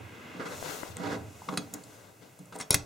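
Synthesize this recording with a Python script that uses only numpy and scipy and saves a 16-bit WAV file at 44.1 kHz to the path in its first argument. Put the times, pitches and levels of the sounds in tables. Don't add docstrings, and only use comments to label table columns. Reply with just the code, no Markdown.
import sys
import numpy as np
from scipy import signal
from scipy.fft import rfft, irfft, next_fast_len
from scipy.io import wavfile
from scipy.ndimage import map_coordinates

SR = 44100
rng = np.random.default_rng(int(sys.argv[2]) if len(sys.argv) > 2 else 0)


def wrap_up_sound(samples):
    columns = np.atleast_2d(samples).T
    tamed = np.clip(columns, -1, 1)
    steps = np.round(tamed * 32767).astype(np.int16)
    wavfile.write(sys.argv[1], SR, steps)


N = 125685

# edge_hz, edge_db, other_hz, other_db
CONTACTS = [(0.969, 0.00029, 0.0026, -27.5, 4, -66, -63, 8100, -22, 3500, -36),
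            (1.417, .002, 0.036, -52, -4, -68, -75, 1170, -48, 850, -41.5),
            (1.4861, 0.0033, 0.043, -29.5, -4, -58, -66, 2000, -35.5, 1100, -26.5),
            (1.522, 0.003, 0.057, -36.5, -9, -50, -68, 1500, -41.5, 955, -53),
            (1.537, 0.0017, 0.026, -33.5, -10, -48, -68, 1540, -44, 1170, -44),
            (1.574, 0.00046, 0.03, -23.5, 0, -34.5, -61, 8950, -28, 4120, -31.5),
            (1.7385, 0.0003, 0.025, -29, 15, -51, -53, 7000, -31.5, 5000, -43),
            (1.836, 0.0011, 0.028, -58, 4, -60, -58, 7560, -46.5, 4600, -54),
            (2.39, 0.00073, 0.022, -48, -28.5, -57.5, -73, 9100, -47.5, 9600, -57),
            (2.456, .001, .015, -59, 4, -67, -70, 8700, -50, 7400, -59),
            (2.524, 0.0013, 0.1, -48, 0, -57, -70, 1280, -47.5, 850, -59),
            (2.56, 0.00069, 0.02, -40, 8, -60, -64, 895, -41.5, 8900, -47),
            (2.586, 0.0017, 0.041, -47, 15, -51, -60, 8500, -41.5, 9200, -50),
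            (2.599, 0.0013, 0.089, -43, -5, -42, -56, 2000, -38, 1230, -41.5),
            (2.6094, 0.0021, 0.0084, -22.5, 3.5, -51, -29, 7800, -26, 2020, -40),
            (2.62, .0015, 0.056, -44, 2, -46, -50, 3240, -42, 675, -46),
            (2.706, 0.00072, 0.01, -9, 7.5, -28, -13.5, 10300, -11.5, 8100, -28),
            (2.7155, 0.00071, 0.014, -28, 1, -34, -40, 10500, -41, 4600, -36),
            (2.728, 0.00036, 0.059, -31, -14, -32, -25, 9300, -41, 7000, -37),
            (2.7424, 0.0019, 0.031, -10.5, 7.5, -29, -44, 2117, -18, 6700, -21)]
# pitch_hz, level_db
CRACK_SPECTRUM = [(100, -51), (500, 4), (1400, 5.5), (1800, -3.5), (2200, 3), (3000, -0.5), (3900, -0.5),
                  (7000, -10.5), (10800, -14), (11800, -21.5), (15600, -25.5)]
# pitch_hz, level_db, t60_s
FRAME_MODES = [(1470, -12, .1), (2020, -10, .08), (2170, -8, .08), (2465, -3, .1), (3343, -6, .11),
               (3600, -10, .11), (4010, -7, .09), (4175, -5, .11), (4694, -5, .06), (5230, -4, .06),
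               (6370, -3, .09), (6525, -4, .09), (6917, -3, .06), (7285, -6, .08), (8150, -8, .05),
               (9090, -2, .045), (10730, -4, .055), (13550, -9, .045)]
# pitch_hz, level_db, t60_s
TRIGGER_MODES = [(3160, -13, .066), (3725, -12, .05), (3957, -14, .06), (4613, -12, .06), (5468, -4, .05),
                 (5605, 0, .06), (6770, -12, .06), (8830, -4, .025), (10300, 1, .017), (10520, 2, .02),
                 (10720, 1, .017)]
# pitch_hz, left_over_right_db
STEEL_BALANCE = [(110, 1), (380, -7), (1290, 4.5), (2380, 2.5), (4400, -0.5), (8000, -1), (10500, 3),
                 (13000, -1)]
# pitch_hz, side_over_mid_db
STEEL_WIDTH = [(40, 12), (130, -11.5), (300, -9.5), (1300, -11), (2500, -14), (4000, -22), (6800, -30),
               (8500, -8), (15000, -12)]
RATTLE_T60_S, RATTLE_MAX_DB = 0.04, -21.5
PING_Q, PING_BLUR_CYCLES = 11.6, 4

# start_s, rise_s, level_db, strongest_near_hz
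BUMPS = [(1.152, 0.015, -35.5, 435), (1.491, 0.0064, -34, 177), (1.523, 0.0099, -32, 252),
         (1.575, 0.0094, -29, 236), (1.742, 0.0061, -37, 249), (1.764, 0.0044, -40.5, 353),
         (2.394, 0.019, -37, 148), (2.553, 0.00053, -39, 780), (2.606, 0.0044, -44, 195),
         (2.704, 0.00088, -35, 700), (2.744, 0.00092, -31, 228)]
# pitch_hz, level_db, t60_s
STOCK_MODES = [(150, -5, .12), (178, 0, .16), (235, -5, .12), (291, 0, .18), (431, -3, .17), (507, -6, .16),
               (640, -9, .12), (780, -10, .12), (965, -10, .14)]
# start_s, level_db, fades_below_hz
SEATING_JOLTS = [(2.706, -21.5, 300), (2.744, -19, 129)]
# pitch_hz, level_db
JOLT_SPECTRUM = [(20, 2), (55, 19), (110, 18), (200, 6.5), (320, -5), (700, -3), (1500, -56), (5000, -65)]
BUMP_DB_PER_OCTAVE = 11
JOLT_RISE_S, JOLT_T60_S = 0.0033, 0.039

# start_s, rise_s, hold_s, release_s, level_db
SLIDES = [(2.533, 0.021, 0.0045, 0.019, -49.5), (2.592, 0.012, 0.0033, 0.039, -38.5)]
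# pitch_hz, level_db
SLIDE_SPECTRUM = [(300, 9), (1200, 5), (2100, 15), (3000, -1), (6000, 3), (9000, 10.5), (12000, -37),
                  (15500, -6)]

# start_s, level_db, left_over_right_db
TAPS = [(0.626, -31, 19), (0.6591, -32.5, 23), (0.8322, -24, 14)]
# pitch_hz, level_db, t60_s
TAP_MODES = [(360, -2, .018), (560, 0, .014), (1000, -3, .009), (1500, -1, .008), (1980, -2, .008)]
TAP_RISE_S = 0.001

# start_s, rise_s, hold_s, release_s, rasp_db, rasp_treble_db,
# stock_resonance_db, left_over_right_db
RUBS = [(0, 0.003, 0.0085, 0.03, -76, 4, -44, -4), (0.336, 0.024, 0.12, 0.47, -57, 2, -47, -1.5),
        (0.395, 0.0031, 0.011, 0.092, -35, -7.5, -46.5, -4),
        (0.452, 0.007, 0.0092, 0.068, -37.5, -1, -60, 1), (0.495, 0.027, 0.014, 0.05, -43.5, 0.5, -63, 10),
        (0.609, 0.068, 0.019, 0.58, -47, 5.5, -55, 18.5), (0.954, 0.084, 0.05, 0.11, -39, 0.5, -37.5, -5),
        (1.1, 0.02, .028, 0.041, -37, 0.5, -43.5, -3), (1.138, 0.021, 0.01, 0.18, -59, -5, -41.5, 1),
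        (1.475, 0.01, 0.07, 0.22, -54, -5, -41.5, -2), (1.722, 0.02, 0.016, 0.1, -47.5, -2, -46, 0),
        (1.853, 0.085, 0.16, 0.17, -59.5, 3, -62, 6.5), (2.201, 0.028, 0.0085, 0.25, -62, 9, -56.5, 6),
        (2.514, 0.013, 0.076, 0.14, -52, -4, -53, 2)]
# pitch_hz, level_db
RASP_SPECTRUM = [(60, -47), (200, -11), (300, -6), (480, 3), (750, -9), (1500, -3), (2100, -6.5),
                 (2600, -14.5), (4000, -17), (7000, -23.5), (10000, -33.5), (16000, -42)]
# start_s, rise_s, hold_s, release_s, level_db
PRESSES = [(0, 0.0043, 0.038, 0.24, -50), (0.287, 0.016, 0.13, .15, -64), (0.502, .02, 0.03, 0.29, -49.5),
           (0.881, 0.021, 0.02, 0.12, -44.5), (1.026, 0.047, 0.15, 0.32, -44.5),
           (1.536, 0.017, 0.037, 0.83, -53.5)]
RASP_TREBLE_HZ = 2400
BOOM_HZ, BOOM_WIDTH_HZ = 101, 28
SLIPS_PER_S, SLIP_SCATTER_DB = 2200, 2
GRIP_RATE_HZ, GRIP_DB = 70, 1.5

# time_s, level_db
SLEEVE_LEVEL = [(.1, -75), (.38, -71), (.5, -48.5), (.7, -42), (.9, -51), (.95, -60), (1.13, -58),
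                (1.22, -61), (1.5, -53), (1.68, -59), (1.95, -56.5), (2.14, -68.5)]
# pitch_hz, level_db
SWISH_SPECTRUM = [(200, -5), (600, 7), (1500, -2.5), (3000, -1), (4500, -4.5), (6800, 0.5), (9500, -6.5),
                  (12000, -10), (15500, -15)]
# pitch_hz, level_db
FIZZ_SPECTRUM = [(5000, -40), (9000, 1), (12000, 4), (15500, 4)]
FIZZ_PEAK_DB, FIZZ_DB_PER_SWISH_DB, FIZZ_LAG_S = -45.5, 1.6, 0.046

# pitch_hz, t60_s
ROOM_T60 = [(100, 0.99), (600, 0.46), (2000, 0.21), (6000, 0.22), (14000, 0.12)]
# pitch_hz, level_db
ROOM_COLOUR = [(100, -1.5), (350, 2), (650, 4), (1200, 2), (4000, 2), (15000, -4)]
ROOM_DB = -13
# pitch_hz, side_over_mid_db
WIDTH = [(60, -23), (120, -11), (240, -10), (480, -6.5), (950, -2.5), (1890, -4), (3770, -10.5),
         (7520, -5.5), (15000, 4)]

# time_s, level_db
SOFT_NOISE_LEVEL = [(0, -50), (.35, -45), (.9, -54.5), (1.35, -55), (1.7, -57.5), (2.0, -61.5),
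                    (2.15, -62.5), (2.75, -59)]
# pitch_hz, level_db
SOFT_NOISE_SPECTRUM = [(40, -26), (100, 3), (250, 8), (800, -2.5), (2400, 2), (4500, -16), (7000, -17.5),
                       (10000, -33), (16000, -67)]
# pitch_hz, level_db
AIR_SPECTRUM = [(25, -38), (60, -13), (115, 13), (200, -4.5), (600, 1), (1200, -13.5), (2500, -26),
                (4500, -17.5), (7000, -13.5), (10000, -16.5), (15800, -18)]
AIR_DB = -58

# pitch_hz, half_width_hz, gain_db
MIC_NOTCHES = [(1800, 95, -43.5), (2346, 102, -38), (3086, 76, -13)]
TOP_HZ = 15950


def contacts():
    out, t = np.zeros((2, N)), np.arange(SR // 4) / SR
    for (start, rise, t60, crack_db, tilt, frame_db, trigger_db,
         edge_hz, edge_db, other_hz, other_db) in CONTACTS:
        crack = amp(crack_db) * noise(CRACK_SPECTRUM, len(t), tilt, STEEL_WIDTH)
        crack += amp(edge_db) * ping(edge_hz, t60, len(t))
        crack += amp(other_db) * ping(other_hz, t60, len(t))
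        rattle = amp(RATTLE_MAX_DB - 60 * t / RATTLE_T60_S) * min(t60 / 0.041, 1)
        blow = crack * (amp(-60 * t / t60) + rattle)
        blow += amp(frame_db) * ring(FRAME_MODES, t)
        blow += amp(trigger_db) * ring(TRIGGER_MODES, t)
        add(out, start, blow * np.clip(t / rise, 0, 1))
    return filtered(out, lambda hz: pan(along(STEEL_BALANCE, hz))[:, 0])


def ping(hz, t60, size):
    width = 2 * hz / PING_Q + PING_BLUR_CYCLES / t60
    source = rng.standard_normal((2, size))
    return unit(spread(filtered(source, lambda f: resonance(f, hz, width) ** 2), STEEL_WIDTH))


def ring(modes, t):
    hz, db, t60 = np.transpose(modes)[:, :, None]
    phase = rng.uniform(0, 2 * np.pi, hz.shape)
    lead = np.arctan(amp(along(STEEL_WIDTH, hz))) * rng.choice([-1, 1], hz.shape)
    decay = amp(db + rng.normal(0, 1, hz.shape) - 60 * t / t60)
    ears = [(decay * np.sin(2 * np.pi * hz * t + phase + ear * lead)).sum(0) for ear in (1, -1)]
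    return np.array(ears) / np.sqrt(np.sum(amp(db) ** 2) / 2)


def bumps():
    out, t = np.zeros((2, N)), np.arange(SR // 3) / SR
    for start, rise, db, centre in BUMPS:
        modes = [(hz, level - BUMP_DB_PER_OCTAVE * abs(np.log2(hz / centre)), t60)
                 for hz, level, t60 in STOCK_MODES]
        add(out, start, amp(db) * ring(modes, t) * np.clip(t / rise, 0, 1))
    for start, db, low_hz in SEATING_JOLTS:
        push = noise(JOLT_SPECTRUM, len(t), 0, STEEL_WIDTH)
        push = unit(filtered(push, lambda f: f * f / (f * f + low_hz ** 2)))
        add(out, start, amp(db - 60 * t / JOLT_T60_S) * np.clip(t / JOLT_RISE_S, 0, 1) * push)
    return out


def slides():
    scrape = unit(spread(filtered(slips(), lambda hz: amp(along(SLIDE_SPECTRUM, hz)))))
    return sum(amp(db) * stroke(*shape) for *shape, db in SLIDES) * scrape


def taps():
    out, t = np.zeros((2, N)), np.arange(SR // 10) / SR
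    for start, db, pan_db in TAPS:
        knock = np.clip(t / TAP_RISE_S, 0, 1) * ring(TAP_MODES, t)
        add(out, start, amp(db) * knock * pan(pan_db))
    return out


def rubs(boom_pan_db=-4.5):
    def wood(f):
        return sum((-1) ** k * amp(db) * resonance(f, hz, np.log(1000) / np.pi / t60)
                   for k, (hz, db, t60) in enumerate(STOCK_MODES))

    rasp = unit(spread(filtered(slips(), lambda hz: amp(along(RASP_SPECTRUM, hz)))))
    treble = filtered(rasp, lambda hz: 1 - 1 / (1 + (hz / RASP_TREBLE_HZ) ** 10))
    body = unit(spread(filtered(slips(), wood)))
    boom = unit(spread(filtered(slips(), lambda f: resonance(f, BOOM_HZ, BOOM_WIDTH_HZ) ** 2)))
    rubbing = np.zeros((2, N))
    for *shape, rasp_db, treble_db, body_db, pan_db in RUBS:
        shaded_rasp = rasp + (amp(treble_db) - 1) * treble
        drag = amp(rasp_db) * shaded_rasp + amp(body_db) * body
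        rubbing += stroke(*shape) * drag * pan(pan_db)
    pressure = sum(amp(db) * stroke(*shape) for *shape, db in PRESSES)
    return rubbing + pressure * boom * pan(boom_pan_db)


def slips():
    size = amp(SLIP_SCATTER_DB * rng.standard_normal(N))
    jerks = (rng.random(N) < SLIPS_PER_S / SR) * size * rng.choice([-1, 1], (2, N))
    grip = map_coordinates(rng.standard_normal(N // 20), [np.arange(N) * GRIP_RATE_HZ / SR])
    return (unit(jerks) + 0.87 * rng.standard_normal((2, N))) * amp(GRIP_DB * grip)


def stroke(start, rise, hold, release):
    t = np.arange(N) / SR - start
    return np.clip(t / rise, 0, 1) * amp(-30 * np.clip(t - rise - hold, 0, None) / release)


def sleeve(pan_db=2):
    level_db = curve(SLEEVE_LEVEL)
    lagged_db = curve([(s + FIZZ_LAG_S, db) for s, db in SLEEVE_LEVEL])
    fizz_db = FIZZ_PEAK_DB + FIZZ_DB_PER_SWISH_DB * (lagged_db - level_db.max())
    swish = amp(level_db) * noise(SWISH_SPECTRUM, N)
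    return (swish + amp(fizz_db) * noise(FIZZ_SPECTRUM, N)) * pan(pan_db)


def room(x):
    hz, t, z = signal.stft(rng.standard_normal((2, SR // 2)), SR, nperseg=256)
    decay_db = along(ROOM_COLOUR, hz)[:, None] - 60 * t / along(ROOM_T60, hz)[:, None]
    tail = spread(signal.istft(z * amp(decay_db), SR, nperseg=256)[1])
    delayed = np.pad(x.mean(0), (SR // 200, 0))[None]
    return signal.fftconvolve(delayed, tail / np.linalg.norm(tail[0]), axes=1)[:, :N]


def soft_noise():
    return amp(curve(SOFT_NOISE_LEVEL)) * noise(SOFT_NOISE_SPECTRUM, N)


def air():
    return amp(AIR_DB) * noise(AIR_SPECTRUM, N)


def noise(spectrum, size, tilt=0, width=WIDTH):
    def response(hz):
        return amp(along(spectrum, hz) + tilt * np.log2(1 + (hz / 1000) ** 2) / 2)

    return unit(spread(filtered(rng.standard_normal((2, size)), response), width))


def spread(pair, width=WIDTH):
    side = filtered(pair[1], lambda hz: amp(along(width, hz)))
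    return np.array([pair[0] + side, pair[0] - side])


def pan(db):
    return amp([[db / 2], [-db / 2]])


def resonance(f, hz, width):
    return 1j * f * width / (hz * hz - f * f + 1j * f * width)


def filtered(x, response):
    n = x.shape[-1]
    m = next_fast_len(n + 8192)
    return irfft(rfft(x, m) * response(np.fft.rfftfreq(m, 1 / SR)), m)[..., :n]


def add(track, start, sound):
    i = max(round(start * SR), 0)
    track[:, i:i + sound.shape[1]] += sound[:, :max(N - i, 0)]


def along(points, hz):
    f, v = np.transpose(points)
    return np.interp(np.log(hz + 1), np.log(f + 1), v)


def curve(rows):
    return np.interp(np.arange(N) / SR, *np.transpose(rows))


def amp(db):
    return 10 ** (np.asarray(db) / 20)


def unit(x):
    return x / np.sqrt(np.mean(x ** 2) + 1e-20)


def scene():
    near = contacts() + bumps() + slides() + taps() + rubs() + sleeve()
    return near + amp(ROOM_DB) * room(near) + soft_noise() + air()


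def record(dry):
    def dips(f):
        return np.prod([1 - (1 - amp(db)) * resonance(f, hz, 2 * half_width)
                        for hz, half_width, db in MIC_NOTCHES], axis=0)

    return filtered(filtered(dry, dips), lambda hz: 1 / (1 + (hz / TOP_HZ) ** 160))


dry = scene()
out = record(dry)
wrap_up_sound(out)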